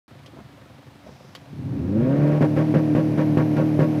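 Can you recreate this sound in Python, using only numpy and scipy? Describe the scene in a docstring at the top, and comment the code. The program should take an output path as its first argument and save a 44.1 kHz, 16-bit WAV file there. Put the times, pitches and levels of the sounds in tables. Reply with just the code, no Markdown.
"""A turbocharged four-cylinder car stands still, heard from the driver's seat.
It idles first: exhaust pulses thump through the pipe over a soft hiss, with a few cabin clicks and knocks.
From 1.5 s it revs up, and a growl of firing harmonics sweeps through the pipe's resonances.
From 2.4 s it is held on the limiter: short burns bang and bark, and each time the ignition cuts
the cylinders drone on, pumping air, while the thin turbo whistle sags."""
import sys
import numpy as np
from scipy import signal
from scipy.fft import rfft, irfft
from scipy.io import wavfile
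from scipy.ndimage import uniform_filter1d

SR = 44100
rng = np.random.default_rng(int(sys.argv[2]) if len(sys.argv) > 2 else 0)


def inscribe(sig):
    """Save sig as 16-bit PCM at rate SR to the path in sys.argv[1].

    A 1-D sig is mono; a 2-D sig holds one channel per row.
    Samples are clipped to [-1, 1] before scaling.
    """
    pcm = np.round(np.clip(np.atleast_2d(sig).T, -1, 1) * 32767)
    wavfile.write(sys.argv[1], SR, pcm.astype(np.int16))


N = 176400
T = np.arange(N) / SR

# Colour of the engine bay's hiss. Each row: frequency in Hz, relative level in dB.
HISS_COLOUR = [(190, -20), (330, -4), (455, -16), (526, -4.5), (580, -10.5), (692, -3), (775, -7),
               (2170, -13.5), (2810, -16), (3880, -17.5), (7150, -29), (15500, -34.5)]
# Colour of valve gear, belts and intake. Each row: frequency in Hz, relative level in dB.
WHIRR_COLOUR = [(100, 6), (400, 7), (800, 8.5), (1300, -5), (2400, -4.5), (3400, -13.5), (6000, -17.5),
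                (7500, -28), (12000, -23), (15500, -39.5)]
# Their swell with the revs. Each row: time in seconds, level in dB.
WHIRR_SWELL = [(0, -89), (1.5, -56), (1.85, -50), (2.1, -46), (2.45, -41), (4, -39.5)]
# Fader of a faint high hiss. Each row: time in seconds, level in dB.
SIZZLE_FADER = [(1.0, -91), (1.07, -64.5), (1.32, -64.5), (1.45, -74), (1.6, -79)]
# Small plastic clicks. Each row: start in seconds, level in dB.
CLICK_CUES = [(.261, -36.5), (1.351, -27.5), (1.356, -58)]
# Ring of the plastic. Each row: pitch in Hz, relative level in dB, width in Hz.
PLASTIC_MODES = [(470, 4, 160), (1130, -2, 280), (1920, -5, 550), (3130, 0.5, 500), (4360, -7, 300),
                 (9500, -23, 1700), (12300, -16.5, 4200)]
# Dull cabin knocks. Each row: start in seconds, level in dB, pitch in Hz.
KNOCK_CUES = [(0.334, -42, 316), (0.371, -43, 640), (0.387, -37, 208), (1.062, -40.5, 607),
              (1.09, -40.5, 482)]
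# The climb to the limiter. Each row: time in seconds, four-stroke cycles per second.
REV_CURVE = [(0, 5.94), (1.46, 5.94), (1.58, 9.5), (1.7, 14.8), (1.76, 18), (1.9, 24), (2.0, 28.7),
             (2.07, 32.6), (2.13, 35.2), (2.2, 36.4), (2.3, 37.1), (2.4, 37.1)]
# Firing strength on that climb. Each row: time in seconds, then thump, rasp and growl levels in dB.
FIRING_FADERS = [(0, -52.5, -55, -99), (1.47, -53, -53, -70), (1.53, -36.5, -60, -42),
                 (1.6, -29, -49.5, -44.5), (1.8, -24.5, -41.5, -36.5), (1.92, -27.5, -40, -25.5),
                 (2.02, -21, -32.5, -23), (2.15, -51, -28.5, -18.5), (2.33, -38.5, -28, -19),
                 (2.38, -18, -28.5, -24), (2.41, -28, -61, -42)]
# Burns the limiter lets through. Each row: start and length in seconds, level and bang level in dB,
# cycles per second reached, turbo pitch in Hz.
LIMITER_BURNS = [(2.408, 0.043, 0.5, -9.5, 38.23, 10300), (2.564, 0.058, -1, -17, 39.05, 11000),
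                 (2.74, 0.049, -0.5, -8.5, 39.18, 11700), (2.95, .05, -1.5, -9, 39.29, 11560),
                 (3.174, 0.05, -1, -26, 38.7, 11880), (3.371, 0.044, 0.5, -7.5, 38.95, 12050),
                 (3.563, 0.056, -2.5, -19.5, 39.28, 12000), (3.791, .05, -1, -7, 39.37, 12330)]
# Unequal exhaust runners in firing order. Each row: delay in seconds, relative level in dB.
RUNNERS = [(0.000067, 0), (0.000067, 1.5), (0.00078, 0.75), (0.00077, 2)]
# Tones of unfired cylinders. Each row: multiple of the cycle rate, relative level in dB.
DRONE_ORDERS = [(1, -52), (2, -28), (3, -8), (4, -5), (5, -14), (6, -9), (7, -13), (8, 0), (9, -15),
                (10, -20), (11, -20), (12, -21), (13, -18), (14, -24), (15, -25), (16, -22), (17, -21),
                (18, -27), (19, -26)]
# The pipe's EQ on the firing tones. Each row: frequency in Hz, gain in dB.
GROWL_EQ = [(35, -49.5), (72, -14), (112, -4.5), (148, 3.5), (188, -8.5), (235, 5.5), (295, -3), (335, 0),
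            (385, -10), (450, -16), (520, -6.5), (590, -14), (660, -16.5), (850, -32)]
# Uneven cylinders fill in between firing harmonics: gain in dB of a harmonic, then of the next three tones.
ORDER_TRIM_DB = [0, -9, -11, -15]
# Low resonances of exhaust and cabin. Each row: pitch in Hz, width in Hz, relative level in dB.
BOOM_MODES = [(72, 11, -3), (102, 17, 2.5), (134.8, 12.8, 7.5), (224.6, 91, -3.5), (286.2, 10, 4),
              (310, 67, -18.5), (420, 40, -8.5), (550, 17, -25)]
# Ring of the tailpipe under the gas. Each row: pitch in Hz, width in Hz, relative level in dB.
BARK_MODES = [(150, 30, 4), (290, 30, 1), (385, 25, -4), (517, 24, 3), (587, 26, -1), (645, 28, -4),
              (796, 20, -9), (945, 15, -7), (1111, 22, -10), (1280, 60, -19), (1407, 26, -15),
              (1554, 36, -17), (1660, 40, -19), (1833, 40, -18)]
# Colour of gas rushing in the pipe. Each row: frequency in Hz, relative level in dB.
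RUSH_COLOUR = [(300, -20), (600, -4), (900, -5), (1300, -4), (1900, -2), (2600, -7), (3600, -18),
               (6000, -26), (8000, -36), (12000, -37), (16000, -48)]

SAG_HZ_PER_S, TURBO_SAG_HZ_PER_S = 12, 6800
BURN_ATTACK_S, BURN_RELEASE_S, BURN_FADE_DB = .003, .02, -7
BURN_THUMP_DB, BURN_RASP_DB, BURN_GROWL_DB = -23.5, -20.5, -19.5
COAST_THUMP_DB, COAST_RASP_DB = -32, -38.5


def amp(db):
    """Decibels to gain."""
    return 10 ** (np.asarray(db) / 20)


def unit(x):
    """Scale to rms 1."""
    return x / np.sqrt(np.mean(x ** 2) + 1e-20)


def curve(rows, column=1):
    """One column of a table, joined by straight lines in time."""
    rows = np.array(rows)
    return np.interp(T, rows[:, 0], rows[:, column])


def noise(colour):
    """Noise of a given colour, rms 1."""
    hz, db = np.transpose(colour)
    f = np.arange(N // 2 + 1) * SR / N + 1e-3
    gain = amp(np.interp(np.log(f), np.log(hz), db)) * np.minimum(f / hz[0], 1) ** 2
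    return unit(irfft(rfft(rng.standard_normal(N)) * gain, N))


def drift(hz, step=20):
    """A smooth random wobble of rms 1, made at a low rate."""
    smoothing = signal.butter(2, hz, fs=SR / step, output="sos")
    slow = signal.sosfilt(smoothing, rng.standard_normal(2 * N // step))[N // step:]
    return np.interp(np.arange(N) / step, np.arange(len(slow)), unit(slow))


def resonate(x, hz, width_hz):
    """A resonance with gain 1 at its peak."""
    r = np.exp(-np.pi * width_hz / SR)
    feedback = [1, -2 * r * np.cos(2 * np.pi * hz / SR), r * r]
    return signal.lfilter(np.array([1, 0, -1]) * (1 - r * r) / 2, feedback, x + 1e-18)


def band(x, hz, width_hz):
    """A resonance, steepened by a second one twice as wide."""
    return resonate(resonate(x, hz, width_hz), hz, 2 * width_hz)


def pipe(x, modes):
    """Resonances in parallel, alternating in polarity; white noise keeps about its power."""
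    power = sum(amp(2 * db) * np.pi * width / SR for _, width, db in modes)
    rung = sum((-1) ** k * amp(db) * resonate(x, hz, width) for k, (hz, width, db) in enumerate(modes))
    return rung / np.sqrt(power)


def lowpass(x, hz, order=2):
    """Take the treble off."""
    return signal.sosfilt(signal.butter(order, hz, fs=SR, output="sos"), x)


def burst(s, decay_s):
    """Sudden start, exponential decay."""
    return (T >= s) * np.exp(-np.maximum(T - s, 0) / decay_s)


def engine_bay(puffs, hiss_db=-53.5, pulsing=.12):
    """A bed of hiss and the swelling whirr of valve gear, belts and intake pulse with the firings."""
    hiss = amp(hiss_db) * noise(HISS_COLOUR)
    whirr = amp(curve(WHIRR_SWELL)) * noise(WHIRR_COLOUR)
    return (hiss + whirr) * unit(1 + pulsing * puffs)


def sizzle():
    """A faint high hiss rises just before the throttle opens, then falls back."""
    return amp(curve(SIZZLE_FADER)) * unit(band(rng.standard_normal(N), hz=5200, width_hz=1300))


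def turbo(pitch_hz, held, level_db=-66.5, breath_hz=380, spool_s=.6):
    """The turbo spools up on the limiter: a breathy whistle of narrow noise."""
    angle = 2 * np.pi * np.cumsum(pitch_hz) / SR
    whistle = unit(drift(breath_hz) * np.sin(angle) + drift(breath_hz) * np.cos(angle))
    spool = 1 - burst(REV_CURVE[-2][0], spool_s)
    return amp(level_db) * held * spool * whistle


def cabin():
    """Plastic clicks ring briefly; dull knocks add their own pitch to the cabin's boom."""
    white = rng.standard_normal(N)
    plastic = unit(sum(amp(db) * resonate(white, hz, width) for hz, db, width in PLASTIC_MODES))
    clicks = plastic * sum(amp(db) / 2 * burst(s, decay_s=.0089) for s, db in CLICK_CUES)
    body = lowpass(pipe(rng.standard_normal(N), BOOM_MODES), hz=800)
    knocks = sum(amp(db) * burst(s, decay_s=.019) * (body + unit(resonate(white, hz, width_hz=73)))
                 for s, db, hz in KNOCK_CUES)
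    return lowpass(clicks, hz=8300) + lowpass(knocks, hz=1500)


def limiter():
    """Each burn lifts engine speed and turbo pitch, which then sag; returns both and the burn gate."""
    speed, whistle, gate = list(REV_CURVE), [(REV_CURVE[-1][0], LIMITER_BURNS[0][5])], np.zeros(N)
    ends = [row[0] for row in LIMITER_BURNS[1:]] + [N / SR]
    for (s, length, db, _, top_hz, whistle_hz), end in zip(LIMITER_BURNS, ends):
        coast_s = end - s - length
        speed += [(s + length, top_hz), (end, top_hz - SAG_HZ_PER_S * coast_s)]
        whistle += [(s + length / 2, whistle_hz), (end, whistle_hz - TURBO_SAG_HZ_PER_S * coast_s)]
        corners_s = [s, s + BURN_ATTACK_S, s + length, s + length + BURN_RELEASE_S]
        gate += amp(db) * np.interp(T, corners_s, [0, 1, amp(BURN_FADE_DB), 0])
    return curve(speed), curve(whistle), gate


def drone(cycles, phases, gate, held, level_db=-20.5, waver_db=2, duck_depth=1.3, lookahead_s=.0075):
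    """With the ignition cut the cylinders pump air: clean tones that duck just ahead of each burn."""
    tones = sum(amp(db + waver_db * drift(hz=9.6)) * np.sin(2 * np.pi * (k * cycles + phases[k]))
                for k, db in DRONE_ORDERS)
    early_gate = np.interp(T + lookahead_s, T, uniform_filter1d(gate, size=400))
    duck = np.clip(duck_depth * np.maximum(gate, early_gate), 0, 1)
    return amp(level_db) * held * (1 - duck) * unit(tones)


def growl(cycles, phases, speed, gate, held, tilt_db_per_order=-.06, tilt_from_order=7.9):
    """Clean harmonics of the firing engine sweep up through the pipe's resonances."""
    hz, db = np.transpose(GROWL_EQ)
    waver_db = 2 + 3.5 * (1 - speed / speed.max())  # shakier at low revs
    tones = 0
    for k in range(2, 22):
        pipe_db = np.interp(np.log(k * speed), np.log(hz), db)
        tone_db = pipe_db + ORDER_TRIM_DB[k % 4] + tilt_db_per_order * max(k - tilt_from_order, 0)
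        tones += amp(tone_db + waver_db * drift(hz=14)) * np.sin(2 * np.pi * (k * cycles + phases[k]))
    return tones * ((1 - held) * amp(curve(FIRING_FADERS, column=3)) + gate * amp(BURN_GROWL_DB))


def firings(cycles, speed, jitter_s=.00004, rough_db=.1, puff_decay_s=.0048):
    """Four uneven exhaust pulses a cycle, and the puff of gas that follows each."""
    count = int(4 * cycles[-1])
    delay_s, db = np.array(RUNNERS)[np.arange(count) % 4].T
    slip, wobble = rng.standard_normal((1000, 2))[:count].T
    starts_s = np.interp(np.arange(count) / 4, cycles, T) + delay_s + jitter_s * slip
    pulses = np.zeros(N)
    pulses[np.clip((starts_s * SR).astype(int), 0, N - 1)] = amp(db + rough_db * wobble)
    puffs = signal.lfilter([1], [1, -np.exp(-1 / (puff_decay_s * SR))], pulses + 1e-18)
    return unit(pulses / np.sqrt(speed)), unit(puffs / np.sqrt(speed))


def exhaust(pulses, puffs, speed, gate, held, turbulence=.8, rumble_db=-49, rush_db=-18.5):
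    """Thumps, loose and dull at idle, hard and bright at speed, and rasping gas ring the pipe."""
    thump = (1 - held) * amp(curve(FIRING_FADERS))
    thump += held * amp(COAST_THUMP_DB) + gate * amp(BURN_THUMP_DB)
    rasp = (1 - held) * amp(curve(FIRING_FADERS, column=2))
    rasp += held * amp(COAST_RASP_DB) + gate * amp(BURN_RASP_DB)
    hard = (speed / speed.max()) ** 4
    eddies = puffs * rng.standard_normal(N)
    rumble = amp(rumble_db) * rng.standard_normal(N)  # steady cabin boom under the idle
    boom = pipe(thump * (pulses + turbulence * (1 - hard) * eddies) + rumble, BOOM_MODES)
    thumps = (1 - hard) * lowpass(boom, hz=327, order=3) + hard * lowpass(boom, hz=1080, order=3)
    bark = lowpass(pipe(rasp * unit(eddies + .2 * pulses), BARK_MODES), hz=2025, order=4)
    rush = amp(rush_db) * rasp * puffs * noise(RUSH_COLOUR)
    return thumps + bark + rush


def bangs(afterbang_s=.018, afterbang_db=-5):
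    """Unburnt fuel goes off in the pipe as a burn opens, and once more just after."""
    kicks = np.zeros(N)
    for s, _, _, bang_db, _, _ in LIMITER_BURNS:
        kicks[int(s * SR)] = -amp(bang_db)
        kicks[int((s + afterbang_s) * SR)] = -amp(bang_db + afterbang_db)
    rung = lowpass(band(kicks, hz=215, width_hz=190), hz=910)
    return rung / abs(rung).max() * abs(kicks).max()


def scene():
    """Revs and limiter drive the engine's layers, mixed in mono with the cabin's small noises."""
    speed, turbo_hz, gate = limiter()
    cycles = .11 + np.cumsum(speed) / SR  # running count of four-stroke cycles
    phases = rng.random(size=32)
    held = np.clip((T - LIMITER_BURNS[0][0]) / BURN_RELEASE_S + 1, 0, 1)  # 1 once on the limiter
    pulses, puffs = firings(cycles, speed)
    tones = growl(cycles, phases, speed, gate, held) + drone(cycles, phases, gate, held)
    tailpipe = exhaust(pulses, puffs, speed, gate, held) + bangs()
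    background = engine_bay(puffs) + turbo(turbo_hz, held) + sizzle() + cabin()
    return (background + tones + tailpipe)[None]


def record(dry, start_s=.08, bass_cut_hz=49, top_stop_hz=16250):
    """The sound cuts in after a moment, with the deep bass thinned and the very top removed."""
    bass_cut = signal.butter(4, bass_cut_hz, "high", fs=SR, output="sos")
    top_cut = signal.cheby2(16, 70, top_stop_hz, fs=SR, output="sos")
    return signal.sosfilt(top_cut, signal.sosfilt(bass_cut, dry * (T > start_s)))


dry = scene()
out = record(dry)
inscribe(out)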